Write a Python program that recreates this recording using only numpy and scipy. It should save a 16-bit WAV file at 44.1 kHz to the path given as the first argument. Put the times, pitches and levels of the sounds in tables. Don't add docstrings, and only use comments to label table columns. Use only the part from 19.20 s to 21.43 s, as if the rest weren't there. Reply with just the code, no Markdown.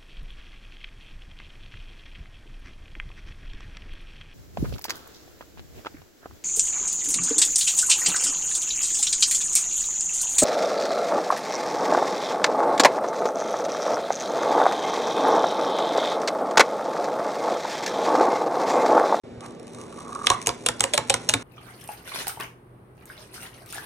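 import sys
import numpy as np
from scipy import signal
from scipy.fft import rfft, irfft
from scipy.io import wavfile
from scipy.ndimage import uniform_filter1d

SR = 44100
rng = np.random.default_rng(int(sys.argv[2]) if len(sys.argv) > 2 else 0)


def unload_wav(signal):
    wavfile.write(
        sys.argv[1],
        SR,
        np.round(np.clip(np.atleast_2d(signal).T, -1, 1) * 32767).astype(np.int16),
    )


N = 98298
T = np.arange(N) / SR
HIT_T = T[:SR // 3]


def undb(db):
    return 10 ** (np.asarray(db) / 20)


def unit(x):
    return x / np.sqrt(np.mean(x ** 2))


def blow(x, db, span_s=0.005):
    return x * undb(db) * np.sqrt(span_s * SR / np.sum(x ** 2))


def rise(time_s):
    return 1 - np.exp(-HIT_T / time_s)


def decay(t60_s):
    return np.exp(-np.log(1000) * HIT_T / t60_s)


def curve(points, hz):
    freqs, values = np.array(points, float).T
    return np.interp(np.log(hz + 1), np.log(freqs), values)


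def colour(x, spectrum, rings_hz=(), ring_db=5.5, ring_width=0.092, size=2048):
    hz = np.arange(size // 2 + 1) * SR / size
    peaks_db = sum(ring_db / (1 + ((hz / f - 1) / ring_width) ** 2) for f in rings_hz)
    cepstrum = irfft(np.log(undb(curve(spectrum, hz) + peaks_db)))
    cepstrum[1:size // 2] *= 2
    cepstrum[size // 2 + 1:] = 0
    return signal.fftconvolve(x, irfft(np.exp(rfft(cepstrum))))[:len(x)]


def band(x, low_hz, high_hz):
    return signal.sosfilt(signal.butter(3, [low_hz, high_hz], "band", fs=SR, output="sos"), x)


def ring(modes, jitter=0.):
    chance = rng.standard_normal((len(modes), 2))
    return sum(np.sign(side) * undb(db) * np.sin(2 * np.pi * hz * (1 + jitter * detune) * HIT_T)
               * decay(t60) for (hz, t60, db), (detune, side) in zip(modes, chance))


def add(out, start_s, x):
    i = int(start_s * SR)
    out[i:i + len(x)] += x[:max(N - i, 0)]


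# freq_hz, level_db
FAN_SPECTRUM = [(25, -32), (45, -13.5), (70, -10.5), (120, -3.5), (170, 0), (260, -1), (420, 1.5),
                (600, -4), (1000, -18), (2000, -21.5), (4000, -28), (9000, -38), (12000, -45), (16000, -63)]
# pitch_hz, level_db
MOTOR_HUM = [(120, -57.5), (240.5, -49)]


def fan(air_db=-42.5, side_db=-14, start_s=0.0348):
    spectrum = undb(curve(FAN_SPECTRUM, np.fft.rfftfreq(N, 1 / SR)))
    mid, side = (unit(irfft(rfft(rng.standard_normal(N)) * spectrum, N)) for _ in range(2))
    side *= undb(side_db)
    air = undb(air_db) * np.array([mid + side, mid - side])
    hum = sum(np.sqrt(2) * undb(db) * np.sin(2 * np.pi * hz * T) for hz, db in MOTOR_HUM)
    return (air + hum) * np.clip((T - start_s) / 0.0018, 0, 1)


# delay_s, level_db
NEAR_ECHOES = [(0.0108, -20.5), (0.019, -26.5)]
# low_hz, high_hz, t60_s, level_db
ROOM_TAIL = [(100, 820, 0.15, -10), (674, 2020, 0.41, -10), (2420, 6100, 0.33, -15.5),
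             (5960, 10200, 0.25, -21.5)]


def room(x, build_s=0.0038):
    response = np.zeros((2, len(HIT_T)))
    response[:, 0] = 1
    for delay, db in NEAR_ECHOES:
        response[:, int(delay * SR)] += undb(db)
    for low, high, t60, db in ROOM_TAIL:
        noise = rng.standard_normal(len(HIT_T)) + rng.standard_normal(response.shape)
        tail = band(noise, low, high) * (1 - np.exp(-(HIT_T / build_s) ** 2)) * decay(t60)
        response += undb(db) * tail * np.sqrt(4 * (high - low) / SR / np.sum(tail ** 2))
    return signal.fftconvolve(x, response, axes=1)[:, :N]


# pitch_hz, t60_s, level_db
FRAME_MODES = [(64.7, 0.1, -4), (112.5, 0.2, -2.5), (144.4, 0.13, -8.5), (243.3, 0.15, -9)]


def frame_thump(jitter, mode_count=4, rise_s=0.0059):
    return rise(rise_s) * ring(FRAME_MODES[:mode_count], jitter)


# start_s, level_db
HAND_BUMPS = [(0.112,-40), (0.17,-36.5)]
# freq_hz, level_db
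SCUFF_SPECTRUM = [(300,-38), (750,12), (1300,7.5), (1700,-1), (2700,-3.5), (5000,-24), (12000,-30)]


def push_off(scuff_at_s=0.246, scuff_width_s=0.018, scuff_db=-41.5, spread_db=5, damping_s=0.037):
    grains = rng.standard_normal(N) * undb(spread_db * rng.standard_normal(N))
    swell = np.exp(-((T - scuff_at_s) / scuff_width_s) ** 2 / 2)
    out = unit(colour(grains, SCUFF_SPECTRUM)) * undb(scuff_db) * swell
    for start, db in HAND_BUMPS:
        bump = frame_thump(jitter=0.044, mode_count=3) * np.exp(-HIT_T / damping_s)
        add(out, start, blow(bump, db))
    return out


# time_s, grit_db, platform_db
ROLL_LEVELS = [(.03,-95,-100), (.195,-85,-76), (.21,-60,-55), (.255,-50,-59), (.291,-61.5,-56),
               (.37,-70,-60), (.52,-56.5,-68), (.6,-49.5,-47), (.67,-57,-55.5), (.8,-49.5,-52),
               (.872,-51.5,-47.5), (.955,-49,-43), (1.,-51,-41.5), (1.06,-37.5,-48), (1.129,-34,-35),
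               (1.17,-48,-41), (1.23,-52,-73), (2.22,-48,-58)]
# freq_hz, level_db
GRIT_SPECTRUM = [(500,-4), (900,1.5), (1500,-6), (2200,-1), (3100,-4.5), (4000,-3.5), (4900,-8.5), (6000,0),
                 (7200,-7.5), (9000,-1.5), (10800,-11.5), (12500,-15), (16000,-23)]
# pitch_hz, t60_s, level_db
PLATFORM_MODES = [(1016,0.051,0), (1085,0.054,-4.5), (1156,0.081,9.5), (1210,0.063,-0.5), (1360,0.032,-3),
                  (1460,.03,-3), (1693,0.034,-7)]


def rolling(grains_per_s=1600, spread_db=3, turn_hz=32, wobble_db=1):
    times, grit_db, platform_db = np.array(ROLL_LEVELS).T
    contacts = rng.random(N) < grains_per_s / SR
    grains = contacts * rng.standard_normal(N) * undb(spread_db * rng.standard_normal(N))
    drift = 2 * np.sin(2 * np.pi * 2.28 * T)
    turn = undb(wobble_db * np.sin(2 * np.pi * turn_hz * T + drift))
    grit = unit(colour(grains * turn, GRIT_SPECTRUM))
    platform = signal.fftconvolve(grains, ring(PLATFORM_MODES))[:N]
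    local_rms = np.sqrt(uniform_filter1d(platform ** 2, size=2000) + 1e-9)
    platform = unit(turn * platform / local_rms)
    return grit * undb(np.interp(T, times, grit_db)) + platform * undb(np.interp(T, times, platform_db))


def chatter(length_s, attack_s=0.00084, rattle_db=-21.5, rattle_s=0.018, spread_db=4):
    fall = np.exp(-np.maximum(HIT_T - 0.44 * length_s, 0) / (0.76 * length_s))
    burst = np.minimum(HIT_T / attack_s, 1) * fall
    flicker = unit(uniform_filter1d(rng.standard_normal(len(HIT_T)), size=40))
    rattle = undb(rattle_db) * unit(undb(spread_db * flicker)) * np.exp(-HIT_T / rattle_s)
    return rng.standard_normal(len(HIT_T)) * (burst + rattle)


# start_s, click_db, platform_db
WHEEL_TICKS = [(0.207,-43,-45), (.237,-53,-55), (.261,-43,-49), (0.283,-54,-61), (.307,-50.5,-53),
               (.321,-57,-53), (.349,-55,-60), (.397,-48,-61), (.429,-52,-62), (.469,-48,-58),
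               (.479,-47.5,-58), (0.501,-58,-61), (0.534,-50,-58), (0.547,-44,-49), (.563,-60,-56),
               (.585,-49,-42.5), (.613,-43,-47), (0.638,-51,-55), (0.681,-57,-60), (0.725,-47,-42),
               (0.772,-51.5,-52), (.788,-46,-54), (0.805,-44.5,-46), (0.88,-47,-45), (.929,-42,-42),
               (0.95,-36.5,-50), (1.062,-32,-43), (1.216,-34,-54), (1.2253,-36.5,-51), (1.2612,-26.5,-42),
               (1.596,-32,-45), (1.6343,-32,-33), (2.019,-56,-59)]


def ticks(length_s=0.0018):
    out = np.zeros(N)
    for start, click_db, platform_db in WHEEL_TICKS:
        click = band(colour(chatter(length_s), GRIT_SPECTRUM), 2400, 19000)
        add(out, start, blow(click, click_db))
        add(out, start, blow(ring(PLATFORM_MODES, jitter=0.019), platform_db))
    return out


# start_s, length_s, pitch_hz, level_db, roughness (0-1)
WHEEL_JUDDERS = [(0.782,0.0076,1138,-36,0.54), (.808,0.01,1150,-40,0.7), (.84,.008,1165,-47,0.4),
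                 (0.865,0.014,1150,-38,0.5), (0.89,0.0055,1123,-35.5,0), (0.92,0.013,1173,-29,0.44),
                 (.954,0.0077,1108,-25,0.52), (0.984,0.014,1150,-32,0.33), (1.012,0.0096,1172,-29,.6),
                 (1.041,0.0083,1176,-25.5,0.54), (1.102,0.0048,1055,-12,0.25), (1.117,0.0095,1140,-16,0.2),
                 (1.143,0.0092,1172,-25,.4), (1.16,.009,1133,-36,0.5), (1.185,0.0088,1000,-53,.7)]


def whirr(rise_s=0.0017, fall_s=0.0027, edge_ratio=1.11, overtone_ratio=1.39, overtone_db=-22):
    out = np.zeros(N)
    for start, length, hz, db, rough in WHEEL_JUDDERS:
        swell = np.minimum(HIT_T / rise_s, 1) * np.exp(-np.maximum(HIT_T - length, 0) / fall_s)
        rasp, overtone = (unit(band(rng.standard_normal(len(HIT_T)), f / edge_ratio, f * edge_ratio))
                          for f in (hz, hz * overtone_ratio))
        tone = unit(np.sin(2 * np.pi * hz * HIT_T))
        judder = (1 - rough) * tone + rough * rasp + undb(overtone_db) * overtone
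        add(out, start, blow(swell * judder, db))
    return out


# time_s, pitch_hz, level_db
SPIN_GLIDE = [(1.105,2350,-40), (1.14,2140,-44.5), (1.201,1985,-47), (1.225,1830,-71)]


def free_spin(width_hz=260, flutter_hz=55, flutter_db=3):
    times, hz, db = np.array(SPIN_GLIDE).T
    roughness = unit(band(rng.standard_normal(N), 8.5, width_hz / 2))
    tone = np.sin(2 * np.pi * np.cumsum(np.interp(T, times, hz)) / SR)
    level_db = np.interp(T, times, db, left=-120, right=-120)
    flutter = flutter_db * np.sin(2 * np.pi * flutter_hz * T)
    return unit(roughness * tone) * undb(level_db + flutter)


# pitch_hz, t60_s, level_db
BOTTOM_BOARD_MODES = [(111.4,0.2,-15), (282,0.059,1)]


def boom(start_s=2.147, rise_s=0.0076, level_db=-21.5):
    out = np.zeros(N)
    swell = 1 - np.exp(-(HIT_T / rise_s) ** 2)
    add(out, start_s, blow(swell * ring(BOTTOM_BOARD_MODES), level_db))
    return out


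def part_ring(pitches_hz, t60_s, step_db=-8):
    return ring([(hz, t60_s, k * step_db) for k, hz in enumerate(pitches_hz)])


# freq_hz, level_db
CLACK_SPECTRUM = [(1200, 1.5), (2000, 0), (3000, -4.5), (3800, -3), (4900, -6.5), (6300, -3.5),
                  (7200, -2.5), (8400, 0), (10000, -1), (12500, -5.5), (16000, -2)]
# pitch_hz, t60_s, level_db
STAIR_MODES = [(313,0.076,-9), (421,0.047,-2), (489,0.066,-1.5), (534,0.051,-3), (660,0.036,-11),
               (706,0.036,2.5), (820,0.043,-5), (968,0.079,-4.5), (1036,0.038,3)]
# start_s, chatter_s, deck_hz (three, strongest first),
# wheel_hz (two, likewise), deck_db, crack_db, tick_db, tread_hz, tread_db,
# overtone_db (relative to the tread), stairs_db, thump_db
AXLE_LANDINGS = [(1.0688,0.0019,(3340,2520,1590),(6700,8200),-16.5,-12,-19,1197,-27,-23,-27.5,-39),
                 (1.101,0.0016,(1840,2930,3800),(6040,7300),-24.5,-14.5,-17.5,1047,-20,-7,-19.5,-24),
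                 (1.27,0.0016,(1840,3900,2600),(6510,5120),-21,-21,-16,1000,-29,-8,-23,-26.5),
                 (1.281,0.00085,(1300,1300,3700),(5000,4200),-41,-36,-29,400,-25,-12,-33,-43),
                 (1.291,0.0009,(1340,2260,3450),(5000,6000),-30.5,-22,-26.5,473,-30.5,-19,-23,-28),
                 (1.462,0.0046,(3430,2710,1410),(9520,7040),-25,-16.5,-16.5,463,-33,-12,-26,-32.5),
                 (1.4868,0.0018,(1770,2900,3330),(7200,8700),-20.5,-18.5,-18.5,864,-27.5,-5,-25,-27.5),
                 (1.6061,0.0019,(3270,3250,2000),(8140,6500),-21.5,-17,-14.5,820,-26.5,-12,-31,-28),
                 (1.6391,0.0018,(2280,3000,4650),(8000,8100),-19.5,-20,-18,536,-18,-29,-23,-36),
                 (1.7357,0.0038,(3400,2200,2000),(7000,8900),-28,-18.5,-22,590,-22,-22,-45,-41),
                 (1.741,0.00055,(4300,3500,2200),(8310,9000),-27,-21.5,-20,585,-15.5,-31,-28,-42),
                 (1.7772,0.002,(2750,3370,4000),(5600,7300),-17.5,-14.5,-17.5,561,-18.5,9,-21.5,-27),
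                 (1.8972,.0019,(3500,2470,2240),(8200,5900),-23,-17,-17.5,775,-21.5,-24,-29.5,-29),
                 (1.902,0.0014,(3990,3100,4300),(8500,7300),-24.5,-17,-16.5,534,-16.5,-6,-32,-57),
                 (1.9405,0.0014,(1460,2060,3300),(8400,6070),-23,-19,-18,538,-28,-15,-25.5,-29),
                 (2.0897,0.0032,(2820,3650,1800),(6600,5400),-26,-17,-16,628,-23.5,-10,-44,-30),
                 (2.095,0.00089,(2770,2900,4500),(6400,8500),-27.5,-20,-19,853,-28.5,-17,-31.5,-47),
                 (2.1376,0.0026,(3500,2600,4000),(7940,4400),-17,-14.5,-17.5,466,-27.5,0,-23,-29)]


def landings(tread_t60_s=0.077, overtone_ratio=1.56, push_s=0.0013, spread_s=0.0041, apart=0.27):
    out = np.zeros((2, N))
    push = rise(push_s)
    for (start, chatter_s, deck_hz, wheel_hz, deck_db, crack_db, tick_db,
         tread_hz, tread_db, overtone_db, stairs_db, thump_db) in AXLE_LANDINGS:
        tread_modes = [(tread_hz, tread_t60_s, 0), (tread_hz * overtone_ratio, tread_t60_s, overtone_db)]
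        tread = blow(push * ring(tread_modes), tread_db - 1.5)
        deck = blow(push * part_ring(deck_hz, t60_s=0.012), (deck_db + crack_db) / 2 - 5)
        wheels = blow(push * part_ring(wheel_hz, t60_s=0.007), tick_db - 5)
        stairs = blow(rise(spread_s) * ring(STAIR_MODES, jitter=0.043), stairs_db + 1)
        thump = blow(frame_thump(jitter=0.033), thump_db - 3)
        knock = tread + deck + wheels + stairs + thump
        bands = ((1153, 2660, deck_db), (2650, 5300, crack_db), (4970, 11930, tick_db))
        contact = chatter(chatter_s)
        for port in out:
            at_port = contact + apart * chatter(chatter_s)
            board = colour(at_port, CLACK_SPECTRUM, (*deck_hz, *wheel_hz))
            clack = sum(blow(band(board, low, high), db) for low, high, db in bands)
            add(port, start, clack + knock)
    return out


def scene():
    run = landings() + boom() + ticks() + rolling() + whirr() + free_spin() + push_off()
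    return room(run) + fan()


# freq_hz, left_lead_rad
MIC_PHASE = [(100,0), (380,-0.5), (690,-1.2), (1000,0.98), (1330,0.88), (2100,0.48), (2550,1.5),
             (2850,2.07), (3030,1.25), (3270,3.5), (3420,5), (3600,5), (3850,5.5), (4080,5.5), (4450,4),
             (4900,4.5), (5450,0.24), (6800,0.1), (8000,-0.7), (10400,-1.66), (12600,-3), (16000,-3.5)]
# freq_hz, left_minus_right_db
MIC_BALANCE = [(100, 0), (380, 1), (700, -5.5), (1290, -3.5), (2380, -1), (4400, 0)]


def record(dry, ceiling=1.2, top_hz=16300):
    hz = np.fft.rfftfreq(2 * N, 1 / SR)
    tilt = undb(curve(MIC_BALANCE, hz) / 2)
    ports = np.array([tilt, np.exp(-1j * curve(MIC_PHASE, hz)) / tilt])
    heard = irfft(rfft(dry, 2 * N) * ports)[:, :N]
    rounded = ceiling * np.tanh(heard / ceiling)
    return signal.sosfilt(signal.ellip(8, .2, 80, top_hz, fs=SR, output="sos"), rounded)


dry = scene()
out = record(dry)
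unload_wav(out)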